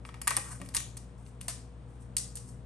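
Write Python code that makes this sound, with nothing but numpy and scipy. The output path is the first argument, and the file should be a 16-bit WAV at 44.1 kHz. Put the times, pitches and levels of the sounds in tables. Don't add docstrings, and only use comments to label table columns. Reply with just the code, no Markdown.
import sys
import numpy as np
from scipy import signal
from scipy.fft import rfft, irfft, next_fast_len
from scipy.io import wavfile

SR = 44100
rng = np.random.default_rng(int(sys.argv[2]) if len(sys.argv) > 2 else 0)


def undo_db(level):
    steps = np.asarray(level, float) / 20
    return 10 ** steps


def generate_wav(sig):
    pcm = np.round(np.clip(np.atleast_2d(sig).T, -1, 1) * 32767).astype(np.int16)
    wavfile.write(sys.argv[1], SR, pcm)


N = 116865
SIZE = next_fast_len(N + SR)
HZ = np.arange(SIZE // 2 + 1) * SR / SIZE
EVENT_S = np.arange(4096) / SR


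def rms_one(x):
    return x / np.sqrt(np.mean(x ** 2) + 1e-20)


def at_hz(points, hz):
    p = np.array(points, float)
    return np.interp(np.log(hz + 1), np.log(p[:, 0] + 1), p[:, 1])


def band(x, low_hz, high_hz):
    sos = signal.butter(2, [low_hz, high_hz], "band", fs=SR, output="sos")
    return signal.sosfilt(sos, x + 1e-18)


def ring(x, hz, t60_s):
    r = undo_db(-60 / (t60_s * SR))
    w = 2 * np.pi * hz / SR
    return signal.lfilter([0, np.sin(w)], [1, -2 * r * np.cos(w), r * r], x + 1e-18)


def drift(corner_hz):
    r = np.exp(-2 * np.pi * corner_hz * 40 / SR)
    noise = rng.standard_normal(N // 40 + 2002)
    slow = signal.lfilter([1], [1, -2 * r, r * r], noise)[2000:]
    return np.interp(np.arange(N) / 40, np.arange(len(slow)), rms_one(slow))


def diffuse():
    # f/Hz, correlation/0-1
    likeness = [(30, 1), (100, .92), (300, .65), (700, .55), (1500, .25), (3000, .5), (6800, .5),
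                (8000, .88), (10300, .97), (12000, .7)]
    mid, side = rfft(rng.standard_normal((2, SIZE)))
    alike = at_hz(likeness, HZ)
    return np.sqrt(1 + alike) * mid + np.sqrt(1 - alike) * side * [[1], [-1]]


def air():
    # f/Hz, relative level/dB
    spectrum = [(25, -53), (40, -18), (60, -3.5), (93, -9.5), (130, -1), (216, -12.5), (364, -15.5),
                (600, -19.5), (977, -23), (1400, -28), (2100, -34), (3400, -38), (5000, -45), (7500, -47),
                (9600, -37.5), (10400, -88), (11200, -79), (13000, -107), (18000, -110)]
    noise = irfft(diffuse() * undo_db(at_hz(spectrum, HZ)), SIZE)[:, :N]
    return undo_db(-53) * rms_one(noise)


def hum():
    # f/Hz, rms level without waver/dB
    tones = [(59.2, -50.5), (118.4, -52), (188.4, -62.5), (247.6, -64.5), (479.1, -67)]
    wavers_db = [.5, 1.9, 1.47, 2.7, 0.35]
    t = np.arange(N) / SR
    out = np.zeros(N)
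    for (hz, db), waver_db in zip(tones, wavers_db):
        level = np.sqrt(2) * undo_db(db + waver_db * drift(14.5))
        phase_rad = 2 * np.pi * (hz * t + rng.random()) + 0.27 * waver_db * drift(3.3)
        out += level * np.sin(phase_rad)
    return out


def knocks():
    # t/s, peak of each undamped mode/dB, lower mode f/Hz, t60/s
    strokes = [(0.309, -49, 433, 0.07), (.372, -45.5, 333, 0.11), (.375, -46, 540, 0.09),
               (0.601, -48, 181.5, 0.38), (.6, -52, 700, 0.059), (.62, -47.5, 380, 0.056),
               (.775, -44.5, 90, 0.13), (0.769, -52.5, 319, 0.12), (1.484, -44, 685, 0.049),
               (1.483, -41.5, 1185, 0.033), (.75, -47, 1160, 0.055)]
    out = np.zeros(N)
    for s, db, hz, t60_s in strokes:
        push = np.zeros(N)
        push[int(s * SR)] = undo_db(db)
        out += ring(push, hz, t60_s) + ring(push, 1.5 * hz, t60_s)
    return out


def rustles():
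    # centre t/s, full width at 1/e/s, high-band rms at the peak/dB, low band re high/dB
    swells = [(0.071, 0.048, -66.5, -16), (.45, .1, -67, 4), (0.511, .1, -59, 6.5), (0.657, .06, -68, -11),
              (1.205, 0.068, -77.5, -11), (1.28, 0.042, -73, -36), (1.928, 0.1, -81.5, -27),
              (2.024, 0.043, -69.5, -27), (2.49, 0.089, -69.5, -14), (2.64, 0.016, -89, -13)]
    t = np.arange(N) / SR
    high_gain, low_gain = np.zeros((2, N))
    for s, width_s, high_db, low_re_high_db in swells:
        bump = np.exp(-(2 * (t - s) / width_s) ** 2)
        high_gain += undo_db(high_db) * bump
        low_gain += undo_db(high_db + low_re_high_db) * bump
    grain_db = 3.9 * np.minimum(rng.exponential(1, N), 5) + 3.1 * drift(40)
    grains = rng.standard_normal(N) * undo_db(grain_db)
    return high_gain * rms_one(band(grains, 5200, 9600)) + low_gain * rms_one(band(grains, 690, 1670))


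def voiced(burst, presence_db, body_db, on_dispenser):
    # f/Hz, relative level/dB, t60/s
    modes = [(924, 2, 0.013), (1230, 11, 0.013), (1616, -1, .02), (1870, -3, 0.05), (2300, -5.5, 0.022),
             (3280, -9, .02), (4750, -13.5, 0.017)]
    click = np.zeros(len(burst))
    click[0] = np.sqrt(np.sum(burst ** 2))
    room_db = 0 if on_dispenser else 3.5
    feed = undo_db(room_db) * band(band(click, 150, 10000), 100, 11500)
    x = np.array([burst, feed])
    if on_dispenser:
        presence = band(x, 2700, 7580)
        body = undo_db(9.5) * band(x, 1000, 2350)
        for hz, db, t60_s in modes:
            mode_db = db - 24 + 2 * rng.normal()
            body += undo_db(mode_db) * ring(x, hz, t60_s)
    else:
        presence = band(x, 3680, 8000)
        body = band(x, 950, 3440)
    treble = band(x, 7300, 18500)
    return treble - undo_db(presence_db + 2) * presence + undo_db(body_db + 12.5) * body


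def rips():
    # start t/s, end t/s, rms click height before colouring/dB,
    # presence/dB and body/dB re treble, before the fixed gains in voiced()
    blade_rips = [(.216, .223, -35.5, -7, -24), (.275, .288, -29.5, -25, -9.5),
                  (.307, .319, -37, -33, -1.5), (.369, .38, -34.5, -20, -8), (.6, .625, -60.5, -3, -7),
                  (.74, .747, -45, 7, -15), (.748, .765, -26.5, -11.5, -20), (.767, .778, -29, 4, -15.5),
                  (.972, .98, -41.5, 1, -32)]
    strip_crackles = [(1.408, 1.414, -48, -17, -8.5), (1.482, 1.51, -37, -2, -7.5),
                      (2.169, 2.176, -32, -4.5, -18.5), (2.18, 2.192, -35.5, 5.5, -24),
                      (2.354, 2.366, -37.5, -8, -21.5), (2.37, 2.38, -42, -0.5, -13)]
    clicks_per_s = 5000
    out = np.zeros((2, N))
    for table, on_dispenser in (blade_rips, True), (strip_crackles, False):
        for start_s, end_s, db, presence_db, body_db in table:
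            length_s = end_s - start_s
            hits = rng.random(len(EVENT_S)) < clicks_per_s / SR
            fade = undo_db(-7 * EVENT_S / length_s) * (EVENT_S < length_s)
            clicks = hits * rng.standard_normal(len(EVENT_S)) * fade
            clicks *= np.sqrt(length_s * clicks_per_s / (np.sum(clicks ** 2) + 1e-9))
            i = int(start_s * SR)
            out[:, i:i + len(EVENT_S)] += undo_db(db) * voiced(clicks, presence_db, body_db, on_dispenser)
    return out


def snaps():
    # t/s, level before colouring and a 4 dB cut/dB,
    # presence/dB and body/dB re treble before the fixed gains in voiced(), 1/e decay/ms
    dispenser_snaps = [(0.0515, -46, -21, 1, 0.73), (0.0904, -50.5, -17, 6.5, 0.6),
                       (0.1425, -35.5, -16, -6.5, 0.33), (0.2156, -26.5, -16, -18, 1),
                       (0.2731, -14.5, -33, -12.5, 0.32), (0.2771, -9.5, -14, -17.5, 1),
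                       (0.3065, -18.5, -5, -42, 0.56), (0.367, -8, -21, -22.5, 0.41),
                       (0.3739, -25.5, -15, -12.5, 1), (0.616, -34, -21, -9, 0.73),
                       (0.6606, -39, -6, -13, 0.42), (0.6888, -30.5, -5, -17.5, 0.3),
                       (0.7478, -23, -4, -15.5, 0.4), (0.7667, -20.5, 4.5, -28, 0.77),
                       (0.8039, -25, -20, -19.5, 0.43), (0.9695, -36, -15, -17, 1)]
    strip_snaps = [(1.2639, -56, 1, 5, 0.6), (1.4127, -26.5, -17, -10.5, 0.4),
                   (1.482, -25.5, -0.5, -18.5, 0.27), (2.0085, -58, -20, -20, 0.34),
                   (2.1675, -17.5, -2, -16, 0.82)]
    out = np.zeros((2, N))
    for table, on_dispenser in (dispenser_snaps, True), (strip_snaps, False):
        for s, db, presence_db, body_db, decay_ms in table:
            burst = rng.choice([-1, 1], len(EVENT_S)) * np.exp(-EVENT_S * 1000 / decay_ms)
            i = int(s * SR)
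            out[:, i:i + len(EVENT_S)] += undo_db(db - 4) * voiced(burst, presence_db, body_db, on_dispenser)
    return out


def unit_energy(reply):
    return reply / np.sqrt(np.mean(np.sum(reply ** 2, axis=1)))


def room(direct, feed):
    # f/Hz, t60/s
    decay = [(500, 0.31), (1300, 0.32), (3500, 0.44), (7000, 0.37), (13000, 0.27)]
    t = np.arange(SR) / SR
    white = irfft(diffuse(), SIZE)[:, :SR]
    edges_hz = 150 * 2 ** np.arange(0, 7.1)
    tail = np.zeros_like(white)
    for k, (low_hz, high_hz) in enumerate(zip(edges_hz, edges_hz[1:])):
        t60_s = at_hz(decay, np.sqrt(low_hz * high_hz))
        tail += (-1) ** k * band(white, low_hz, high_hz) * undo_db(-60 * t / t60_s)
    early = white * undo_db(-60 * t / 0.027)
    fade_in = np.minimum(t / 0.0018, 1)
    reply = (undo_db(-3) * unit_energy(tail) + unit_energy(early)) * fade_in
    echo_s, echo_db = 0.0053, -11
    echo = 1 + undo_db(echo_db) * np.exp(-2j * np.pi * HZ * echo_s)
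    return irfft(rfft(direct, SIZE) * echo + rfft(feed, SIZE) * rfft(reply, SIZE), SIZE)[:, :N]


def port_colour(x):
    # f/Hz, gain/dB
    gain = [(600, -14.5), (1000, -3.5), (2000, -2), (3800, -4), (5500, 1.5), (7500, 2), (9000, 12.5),
            (10300, 14), (11300, 3), (12500, -8), (13700, -38), (15200, -19), (16500, -44)]
    cepstrum = irfft(at_hz(gain, HZ) * np.log(10) / 20, SIZE)
    cepstrum[1:SIZE // 2] *= 2
    cepstrum[SIZE // 2 + 1:] = 0
    return irfft(rfft(x, SIZE) * np.exp(rfft(cepstrum)), SIZE)[:, :N]


def scene():
    direct, feed = snaps() + rips() + rustles()
    thuds = knocks()
    return port_colour(room(direct, feed)) + room(thuds, thuds) + hum() + air()


def top_cut(x):
    return signal.sosfilt(signal.butter(12, 16840, fs=SR, output="sos"), x)


def record(dry):
    # f/Hz, lead/rad
    phase = [(0, 0), (1300, -.1), (2700, .9), (4800, .8), (6300, .2), (7500, .9), (8200, .3), (8900, -.85),
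             (9600, -2.25), (10300, -3.14), (11000, -4.4), (11700, -5.8), (13000, -7.5), (22050, -7.5)]
    # f/Hz, level/dB
    balance = [(40, 1), (100, 5.5), (300, 2), (700, 3.5), (2700, 3), (3800, 3.5), (4800, 6.5), (6800, 4),
               (7500, 13), (8300, -4), (9000, 1), (16000, -1)]
    lead_rad = np.interp(HZ, *np.transpose(phase))
    gain = undo_db(at_hz(balance, HZ) * [[.5], [-.5]])
    turn = np.exp(.5j * lead_rad * [[1], [-1]])
    mix = irfft(rfft(dry, SIZE) * gain * turn, SIZE)[:, :N]
    return top_cut(mix)


dry = scene()
out = record(dry)
generate_wav(out)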